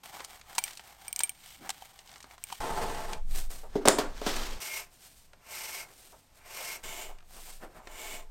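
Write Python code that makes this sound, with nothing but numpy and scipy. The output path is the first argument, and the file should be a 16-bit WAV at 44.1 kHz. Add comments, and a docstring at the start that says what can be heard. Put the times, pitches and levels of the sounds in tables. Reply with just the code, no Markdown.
"""A leather belt rubs and creaks close by as hands flex it, its steel buckle clicking and knocking.
A rotary knife rolls through a hide on a workshop table; the offcut slides, flops down and cracks on
the mat. Then a wooden strap cutter is drawn along the hide in five strokes, its blade singing in the
first three, the hand sliding to a new grip in between. Rubs and cuts are the hiss and tiny snaps of
catching fibres; knocks and flops ring in damped modes. A low room rumble lies underneath."""
import sys
import numpy as np
from scipy import signal
from scipy.fft import rfft, irfft
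from scipy.io import wavfile
from scipy.ndimage import uniform_filter1d

SR = 44100
rng = np.random.default_rng(int(sys.argv[2]) if len(sys.argv) > 2 else 0)


def materialize(psi):
    """Save the field psi as 16-bit PCM at rate SR to the path in sys.argv[1].

    A 1-D psi becomes a single channel; in a 2-D psi each row is a channel.
    """
    bounded = np.clip(np.atleast_2d(psi).T, -1, 1)
    quanta = np.round(bounded * 32767).astype(np.int16)
    wavfile.write(sys.argv[1], SR, quanta)


N = 366030
TIME = np.arange(N) / SR
HIT_SAMPLES = SR // 3
# four stretches of work, joined by hard cuts: from_s, to_s
AT_BELT, AT_TABLE, AT_STRAP_END, AT_MID_STRAP = (.034, 2.603), (2.603, 4.602), (4.602, 6.836), (6.836, 8.4)


def from_db(db):
    """Decibels to gain."""
    return 10 ** (np.asarray(db) / 20)


def rms_one(x):
    """Scale to unit rms."""
    return x / np.sqrt(np.mean(x ** 2) + 1e-20)


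def peak_one(x):
    """Scale to unit peak."""
    return x / np.max(np.abs(x))


def band(x, hz, kind, order=2):
    """Butterworth filter."""
    return signal.sosfilt(signal.butter(order, np.clip(hz, 10, .45 * SR), kind, fs=SR, output="sos"), x)


def noise_band(edges_hz):
    """Steady band of noise at unit rms."""
    return rms_one(band(rng.standard_normal(N), edges_hz, "band"))


def colour(x, curve, size=4096):
    """Minimum-phase EQ along a curve of freq_hz, gain_db."""
    hz, db = np.transpose(curve)
    grid_hz = np.maximum(np.fft.rfftfreq(size, 1 / SR), 1)
    gain = from_db(np.interp(np.log(grid_hz), np.log(hz), db))
    cepstrum = irfft(np.log(gain))
    cepstrum[1:size // 2] *= 2
    cepstrum[size // 2 + 1:] = 0
    impulse = irfft(np.exp(rfft(cepstrum)))
    return signal.oaconvolve(x, impulse)[:len(x)]


def fade(t60):
    """Decay envelope that drops 60 dB in t60 seconds."""
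    return from_db(-60 * TIME[:HIT_SAMPLES] / t60)


def burst(t60):
    """Noise that dies away."""
    return fade(t60) * rng.standard_normal(HIT_SAMPLES)


def ring(modes, spread_db, length=1, pitch=1):
    """One blow on a set of modes, each struck with a strength of its own; unit peak."""
    out = np.zeros(HIT_SAMPLES)
    for k, (hz, db, t60) in enumerate(modes):
        strength = (-1) ** k * from_db(db + spread_db * rng.standard_normal())
        out += strength * fade(t60 * length) * np.sin(2 * np.pi * hz * pitch * TIME[:HIT_SAMPLES])
    return peak_one(out)


def add(out, start_s, sound):
    """Mix a sound in at its cue."""
    start = round(start_s * SR)
    out[start:start + len(sound)] += sound[:N - start]


def during(span):
    """Gate that is open for a span of time, with short ramps."""
    return uniform_filter1d(1. * ((TIME >= span[0]) & (TIME < span[1])), size=128)


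def swell(peak_s, rise_s, fall_s, hold_s=0):
    """Envelope of one movement; it is 10 dB down rise_s before the peak and fall_s after the hold."""
    away = np.maximum((peak_s - TIME) / rise_s, (TIME - peak_s - hold_s) / fall_s)
    roundness = 1.55  # 1 is a pointed swell, 2 a rounded one
    return from_db(-10 * np.clip(away, 0, 4) ** roundness) * (away < 4)


def rubs(rows):
    """Body and hiss envelopes of a series of rubs; where they overlap their powers add."""
    return np.sqrt(sum((from_db([[body_db], [hiss_db]]) * swell(peak_s, rise_s, fall_s)) ** 2
                       for peak_s, rise_s, fall_s, body_db, hiss_db in rows))


def friction(gains, curve, grains_per_s, grain_db, judder_db, resonances=()):
    """Fibres catch and snap as tiny clicks over a smooth hiss, while the whole contact judders."""
    snaps = (rng.random(N) < grains_per_s / SR) * rng.standard_normal(N)
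    contact = rng.standard_normal(N) + from_db(grain_db) * rms_one(snaps)
    judder = rms_one(np.interp(TIME * 100, np.arange(N), rng.standard_normal(N)))  # 100 turns a second
    sound = colour(contact * from_db(judder_db * judder), curve)
    for hz, width_hz, boost_db in resonances:
        resonance = signal.lfilter(*signal.iirpeak(hz, hz / width_hz, fs=SR), sound)
        sound = sound + (from_db(boost_db) - 1) * resonance
    body = rms_one(band(sound, 2000, "low", order=3))
    hiss = rms_one(band(sound, 2000, "high", order=3))
    return gains[0] * body + gains[1] * hiss


# passes of the belt over itself: peak_s, rise_s, fall_s, body_db, hiss_db
BELT_RUBS = [(.06, 0.12, 0.072, -55, -51), (.175, 0.076, 0.068, -48.5, -48.5),
             (.32, 0.065, .08, -53.5, -50.5), (.51, 0.051, 0.21, -54, -54.5), (.67, 0.13, 0.13, -60, -49),
             (.89, 0.052, 0.066, -54, -52.5), (1.035, 0.054, 0.11, -56, -54),
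             (1.21, 0.06, 0.12, -55, -49.5), (1.5, .14, 0.095, -63.5, -51),
             (1.665, 0.033, 0.018, -43.5, -48), (1.81, 0.24, 0.14, -59, -53.5),
             (2.11, 0.16, 0.13, -60.5, -58), (2.335, 0.062, 0.024, -56, -57), (2.53, 0.1, 0.11, -60.5, -49)]
# tone of leather on leather: freq_hz, gain_db
BELT_EQ = [(88, -40), (150, -9), (275, -16.5), (414, -10.5), (448, -15.5), (805, -3), (1560, -6.5),
           (2270, -9), (2550, -11.5), (3160, -7.5), (3550, -10.5), (8560, -14), (10400, -16.5),
           (13200, -13.5), (16000, -22.5)]
# resonances of the belt's loop: centre_hz, width_hz, boost_db
BELT_RESONANCES = [(753, 120, 7), (2260, 190, 3.5)]


def belt_rubs():
    """The flexed belt slides over itself with a grainy, juddering rub."""
    return friction(rubs(BELT_RUBS) * during(AT_BELT), BELT_EQ,
                    grains_per_s=700, grain_db=-2.5, judder_db=2.2, resonances=BELT_RESONANCES)


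# steps in the rumble of room and bench: start_s, level_db
RUMBLE_STEPS = [(.034, -70), (2.603, -41), (3.161, -31), (3.503, -41), (4.07, -34.5), (4.602, -66.5),
                (6.836, -50.5), (7.5, -51)]
# sub-heavy tone of the rumble: freq_hz, gain_db
RUMBLE_EQ = [(8.8, -30), (15, 13.5), (26, -6.5), (43, -12), (91, -31), (156, -31.5), (200, -31.5),
             (260, -53.5), (440, -120)]
# tone of the workshop air: freq_hz, gain_db
AIR_EQ = [(53, -21), (90, 8.5), (385, -4.5), (753, -0.5), (1440, -7.5), (6440, -10), (8530, -14),
          (10400, -16), (13200, -13.5), (16000, -31)]


def room_tone():
    """The bed under the work: rumble of room and bench, steady air and a faint low drone."""
    starts_s, levels_db = np.transpose(RUMBLE_STEPS)
    steps = np.append(0, from_db(levels_db))[np.searchsorted(starts_s, TIME)]
    rumble = rms_one(colour(rng.standard_normal(N), RUMBLE_EQ, size=16384))
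    air = rms_one(colour(rng.standard_normal(N), AIR_EQ))
    drone = noise_band(edges_hz=[45.4, 66.4])
    return uniform_filter1d(steps, size=256) * rumble + from_db(-66.5) * air + from_db(-71.5) * drone


# single slips of the leather: start_s, level_db, centre_hz
CREAK_SLIPS = [(.196, -33, 860), (.204, -30, 1200), (.242, -37, 5130), (.247, -24.5, 7200),
               (.413, -35.5, 2900), (.551, -29, 8770), (.666, -37, 2330), (.679, -31, 2790),
               (.795, -32, 1670), (1.99, -34, 3120), (2.31, -36.5, 1680), (2.38, -40, 1100),
               (2.501, -34.5, 810), (3.132, -25, 3000), (5.333, -41, 910), (7.872, -32.5, 1120)]
# runs of fainter ticks: start_s, length_s, level_db, centre_hz
CREAK_RUNS = [(0.709, .08, -33, 5450), (2.077, .17, -39, 3560), (5.887, .05, -52, 1100),
              (7.186, .05, -48, 1450)]


def creaks(gap_s=.021, spread_db=2.5, spread_octaves=.63):
    """Each slip of the leather is a short, broad tick; under strain they come in uneven runs."""
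    out, slips = np.zeros(N), list(CREAK_SLIPS)
    for start_s, length_s, db, hz in CREAK_RUNS:
        for k, (late, softer, higher) in enumerate(rng.standard_normal((16, 3))):
            if k * gap_s < length_s:
                tick_s = start_s + gap_s * (k + .1 * late)
                slips.append((tick_s, db - spread_db * softer, hz * 2 ** (spread_octaves * higher)))
    for start_s, db, hz in slips:
        tick = band(burst(t60=.029), [hz * .51, hz * 1.7], "band", order=1)
        add(out, start_s, from_db(db) * peak_one(tick))
    return band(out, 10800, "low")


# steel on steel: start_s, level_db, decay_ratio
BUCKLE_CLICKS = [(0.5875, -15.5, 1.14), (0.639, -15, 1.3), (1.081, -24, 1.1), (1.1283, -19.5, 0.51),
                 (1.1617, -19, 0.6), (1.1918, -16, 0.98), (1.209, -26, 0.61), (1.2347, -12, 1.2),
                 (1.2406, -27, 0.91), (1.294, -20.5, 0.79), (1.46, -44.5, .9), (2.4389, -20.5, 0.56)]
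# bright ring of the steel: pitch_hz, level_db, t60_s
STEEL_MODES = [(2320, -12, 0.044), (3100, -16, 0.021), (5850, -14, 0.015), (7470, -3, 0.005),
               (8300, -8.5, 0.017), (8690, -9, 0.044), (8750, -40, 0.42), (8750, -19, 0.022),
               (9870, -21, 0.031), (11600, -29, 0.033), (12950, -21, 0.031), (14850, -26, 0.069),
               (15620, -19, 0.015)]
# buckle against strap: start_s, level_db, snap_offset_db
BUCKLE_KNOCKS = [(0.5815, -9.5, 1.5), (0.5845, -20, 2), (1.2045, -20, 6), (1.6929, -19.5, 5),
                 (1.703, -28.5, 14), (1.7056, -31, 6), (1.822, -25.5, -11), (2.521, -28.5, -1),
                 (2.525, -16.5, -8.5)]
# dull ring of a knock: pitch_hz, level_db, t60_s
KNOCK_MODES = [(764, 4, 0.039), (936, 7.5, 0.026), (1220, -4.5, 0.024), (1530, -13, 0.004),
               (2260, -23, 0.017), (3100, 0, 0.036), (4300, 0, 0.0027)]


def buckle():
    """Steel clicks ring briefly, damped by the strap; knocks on the leather are duller."""
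    out = np.zeros(N)
    for start_s, db, decay_ratio in BUCKLE_CLICKS:
        contact = peak_one(band(burst(t60=.0047), 3800, "high"))
        steel = ring(STEEL_MODES, spread_db=3.5, length=decay_ratio)
        add(out, start_s, from_db(db - 2) * steel + from_db(db + 2) * contact)
    for start_s, db, snap_db in BUCKLE_KNOCKS:
        snap = peak_one(band(burst(t60=.028), [1200, 9000], "band"))
        knock = ring(KNOCK_MODES, spread_db=3)
        add(out, start_s, from_db(db - 10) * knock + from_db(db + snap_db - 4.5) * snap)
    return out


# bends of the leather: peak_s, rise_s, fall_s, level_db, centre_hz
GROANS = [(1.606, 0.013, 0.1, -55.5, 238.6), (3.637, .004, 0.036, -46.5, 600),
          (6.135, 0.012, 0.03, -52.5, 680), (6.605, 0.018, 0.026, -45.5, 620),
          (6.88, .03, 0.036, -54.5, 170), (7.111, 0.027, 0.02, -50.5, 647), (7.387, 0.029, 0.014, -56, 800),
          (7.49, 0.019, .025, -53, 850), (7.628, 0.016, 0.065, -50.5, 433), (7.8, 0.04, .045, -54.5, 840),
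          (7.91, 0.018, 0.048, -55, 750), (8.14, .012, 0.021, -55, 147.5)]


def groans():
    """Bending leather groans softly in one broad, low band."""
    return sum(from_db(db) * swell(peak_s, rise_s, fall_s) * noise_band([hz / 1.5, hz * 1.5])
               for peak_s, rise_s, fall_s, db, hz in GROANS)


# last push through the edge: peak_s, rise_s, fall_s, body_db, hiss_db
KNIFE_PUSH = [(3.12, 0.066, 0.05, -42, -48)]
# dark tone of the rolling blade: freq_hz, gain_db
KNIFE_EQ = [(71, -10), (120, -8), (301, -9), (341, -10), (445, -3), (592, -7), (643, -2), (839, 0.5),
            (1190, -9), (1980, -16.5), (2290, -22), (8660, -29), (10400, -31), (13300, -33.5), (16000, -43)]


def rotary_knife(full_s=2.58, leaves_s=3.11, body_db=-37, hiss_db=-43):
    """The blade rolls through the hide, fading as the pressure eases; a last push cuts the edge."""
    pressure = swell(full_s, rise_s=.18, fall_s=.22, hold_s=.27)
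    in_hide = swell(full_s, rise_s=.18, fall_s=.045, hold_s=leaves_s - full_s)
    rolling = in_hide * [from_db(body_db) * pressure, from_db(hiss_db) * pressure ** .54]
    gains = np.hypot(rolling, rubs(KNIFE_PUSH)) * during(AT_TABLE)
    return friction(gains, KNIFE_EQ, grains_per_s=1500, grain_db=-4.5, judder_db=1.5)


# moves to a new grip: peak_s, rise_s, fall_s, body_db, hiss_db
HAND_SLIDES = [(3.38, 0.061, 0.065, -48.5, -40.5), (3.505, 0.0085, 0.11, -52.5, -46),
               (4.94, 0.034, .04, -65, -57.5), (5.04, 0.047, 0.077, -65, -52.5),
               (5.18, 0.12, 0.086, -81, -58.5), (5.9, 0.07, 0.029, -58, -65),
               (6.02, 0.21, 0.19, -66.5, -56.5), (6.385, 0.051, 0.02, -71, -60.5),
               (6.8, 0.027, 0.058, -60.5, -62), (7.37, 0.063, 0.047, -55.5, -49.5),
               (7.49, 0.12, 0.093, -59.5, -48), (7.635, 0.024, 0.03, -46, -57.5),
               (7.78, 0.064, 0.033, -53, -61.5)]
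# tone of skin on leather: freq_hz, gain_db
HAND_EQ = [(88, -20), (150, -9), (244, -9.5), (675, -8), (716, -0.5), (837, -10), (979, -11), (1190, -10),
           (2700, -12.5), (8730, -12), (10400, -13), (13200, -13), (16000, -22.5)]


def hand_slides():
    """The hand brushes over the leather with a sparse grain."""
    return friction(rubs(HAND_SLIDES), HAND_EQ, grains_per_s=520, grain_db=-5, judder_db=1.16)


# drags over the mat: peak_s, rise_s, fall_s, body_db, hiss_db
HIDE_SLIDES = [(3.775, 0.075, 0.027, -52, -55.5), (3.83, 0.035, 0.024, -49, -57.5),
               (4.02, 0.088, 0.083, -40, -55.5), (4.275, 0.021, 0.046, -58, -33.5),
               (4.37, 0.16, 0.17, -40.5, -38.5)]
# tone of hide on the mat, sliding or slapping: freq_hz, gain_db
HIDE_EQ = [(71, -41.5), (120, -5), (261, 0.5), (712, 2), (1620, -2), (2340, -7.5), (3590, -7), (6500, -10),
           (8840, -18.5), (10600, -18.5), (13300, -19), (16000, -29)]


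def hide_slides():
    """The loose hide swishes as it drags over the mat."""
    gains = rubs(HIDE_SLIDES) * during(AT_TABLE)
    return friction(gains, HIDE_EQ, grains_per_s=1100, grain_db=-7, judder_db=1.4)


# landings on the table: start_s, level_db, slap_offset_db, slap_t60_s, pitch_ratio
HIDE_FLOPS = [(3.7547, -16.5, -24, .098, 1.06), (3.7624, -26, -16, 0.13, 1.18),
              (3.854, -14, -10, 0.15, 1.5), (3.876, -12, -4.5, 0.085, 1.42), (3.889, -18, -6.5, 0.23, 1.1),
              (3.928, -28, -15.5, .087, 0.84), (3.985, -15.5, -5, 0.13, 1.6),
              (4.215, -26.5, -6, 0.023, 1.55), (4.264, -21.5, -1.5, 0.14, 1.09)]
# low thump of the sheet: pitch_hz, level_db, t60_s
HIDE_MODES = [(176.5, -14.5, 0.087), (275, -7, 0.057), (378, -4.5, 0.045), (448.7, 1, 0.04),
              (463, 0, 0.021), (647, -8.5, 0.019), (860, -14.5, 0.018)]


def hide_flops():
    """The sheet thumps in its low modes, and a slap spreads as more of it meets the table."""
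    out = np.zeros(N)
    for start_s, db, slap_db, slap_t60, pitch in HIDE_FLOPS:
        slap = rms_one(colour(rng.standard_normal(HIT_SAMPLES), HIDE_EQ)) * fade(slap_t60)
        thump = ring(HIDE_MODES, spread_db=1.5, pitch=pitch)
        add(out, start_s, from_db(db) * thump + from_db(db + slap_db - 2) * slap)
    return out


# hits of the hide's edge: start_s, level_db
EDGE_CRACKS = [(3.8574, -14.5), (3.8760, -7.5), (3.8845, 8), (3.8848, -4.5), (3.8900, -11), (3.9876, -23),
               (4.365, -20.5)]
# bright tone of a crack: freq_hz, gain_db
CRACK_EQ = [(400, -14.5), (1500, -0.5), (3000, -2), (5500, -2.5), (8700, 0), (11000, -8.5), (16000, -19)]


def edge_cracks():
    """The stiff edge whips onto the mat in very short bursts."""
    out = np.zeros(N)
    for start_s, db in EDGE_CRACKS:
        add(out, start_s, from_db(db) * peak_one(colour(burst(t60=.0029), CRACK_EQ)))
    return out


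# pulls on the cutter: peak_s, rise_s, hold_s, fall_s, body_db, hiss_db
CUTTER_STROKES = [(4.616, .04, 0.17, 0.048, -50, -40.5), (5.557, 0.07, 0.26, 0.024, -50.5, -41.5),
                  (6.603, 0.1, .15, 0.024, -47.5, -40.5), (6.838, 0.0053, 0.18, 0.073, -50.5, -43),
                  (8.03, 0.11, .11, 0.06, -50, -43)]
# tone of the cut at the strap's end and in mid strap: freq_hz, gain_db
STRAP_END_EQ = [(88, -29), (150, -18), (328, -18), (361, -11.5), (534, -9), (612, -5.5), (1790, -7),
                (2140, -3.5), (3700, -9), (8730, -7), (10400, -10), (12900, -5), (16000, -19.5)]
MID_STRAP_EQ = [(88, -26), (150, -11), (448, 2.5), (578, -1.5), (649, 7), (716, 4.5), (1790, -5),
                (2180, -5), (3920, -11), (7320, -8.5), (10400, -12), (13700, -10.5), (16000, -19)]
# resonances of the cutter in the same two places: centre_hz, width_hz, boost_db
STRAP_END_RESONANCES = [(2360, 68, 4.5), (2780, 300, 4.4), (5440, 1160, 5.4)]
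MID_STRAP_RESONANCES = [(640, 33, 1.6), (2210, 76, 11.7), (2950, 220, 8), (3580, 220, 4.7), (7240, 460, 6)]


def strap_cutter(sing_db=-51.5, squeak_db=-44.5, squeak_lead_s=.046):
    """The blade rasps with each pull; at the strap's end it sings too, most just before a stroke ends."""
    gains, singing = np.zeros((2, N)), np.zeros(N)
    for peak_s, rise_s, hold_s, fall_s, body_db, hiss_db in CUTTER_STROKES:
        pull = swell(peak_s, rise_s, fall_s, hold_s)
        squeak = swell(peak_s + hold_s - squeak_lead_s, rise_s=.039, fall_s=.051)
        gains += [from_db(body_db) * pull ** .58, from_db(hiss_db) * pull]
        singing += np.hypot(from_db(sing_db) * pull, from_db(squeak_db) * squeak)
    end_cuts = friction(gains * during(AT_STRAP_END), STRAP_END_EQ,
                        grains_per_s=3200, grain_db=-9.5, judder_db=1.52, resonances=STRAP_END_RESONANCES)
    mid_cuts = friction(gains * during(AT_MID_STRAP), MID_STRAP_EQ,
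                        grains_per_s=2500, grain_db=-2.5, judder_db=.5, resonances=MID_STRAP_RESONANCES)
    blade_song = singing * during(AT_STRAP_END) * noise_band(edges_hz=[2125, 2215])
    return end_cuts + mid_cuts + blade_song


# warm tone of the reverb tail: freq_hz, gain_db
ROOM_EQ = [(60, -23), (250, 7), (800, 5), (3000, -0.5), (8000, -1.5), (16000, -11)]


def room(x, t60, wet_db, predelay_s=.004):
    """The direct sound and a diffuse tail that starts with the first echo off the table."""
    t = TIME[:SR]
    decay = from_db(-60 * t / t60) * (t > predelay_s)
    tail = colour(rng.standard_normal(SR) * decay, ROOM_EQ)
    return x + from_db(wet_db) * signal.oaconvolve(x, tail / np.linalg.norm(tail))[:N]


def scene():
    """Belt, hide and strap cutter in turn over the room tone, in mono."""
    close = belt_rubs() + room_tone() + buckle() + groans()
    creaking = room(creaks(), t60=.24, wet_db=-13.5)
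    cutting = room(rotary_knife() + strap_cutter(), t60=.09, wet_db=-11)
    sliding = room(hand_slides() + hide_slides(), t60=.079, wet_db=-16)
    landing = room(hide_flops() + edge_cracks(), t60=.32, wet_db=-13)
    return (close + creaking + cutting + sliding + landing)[None]


# the microphone's uneven treble: freq_hz, gain_db
MICROPHONE_EQ = [(20, 2.5), (7000, -1.5), (8800, 2.5), (9600, -3), (10700, -5), (13000, -0.5), (14500, -2),
                 (16000, 0.5)]


def record(dry, cutoff_hz=15900):
    """Microphone colour, overload at full scale, and a steep top cut."""
    clipped = np.clip(colour(dry[0], MICROPHONE_EQ), -1, 1)
    top_cut = signal.ellip(10, .1, 80, cutoff_hz, fs=SR, output="sos")
    return signal.sosfilt(top_cut, clipped)[None]


dry = scene()
out = record(dry)
materialize(out)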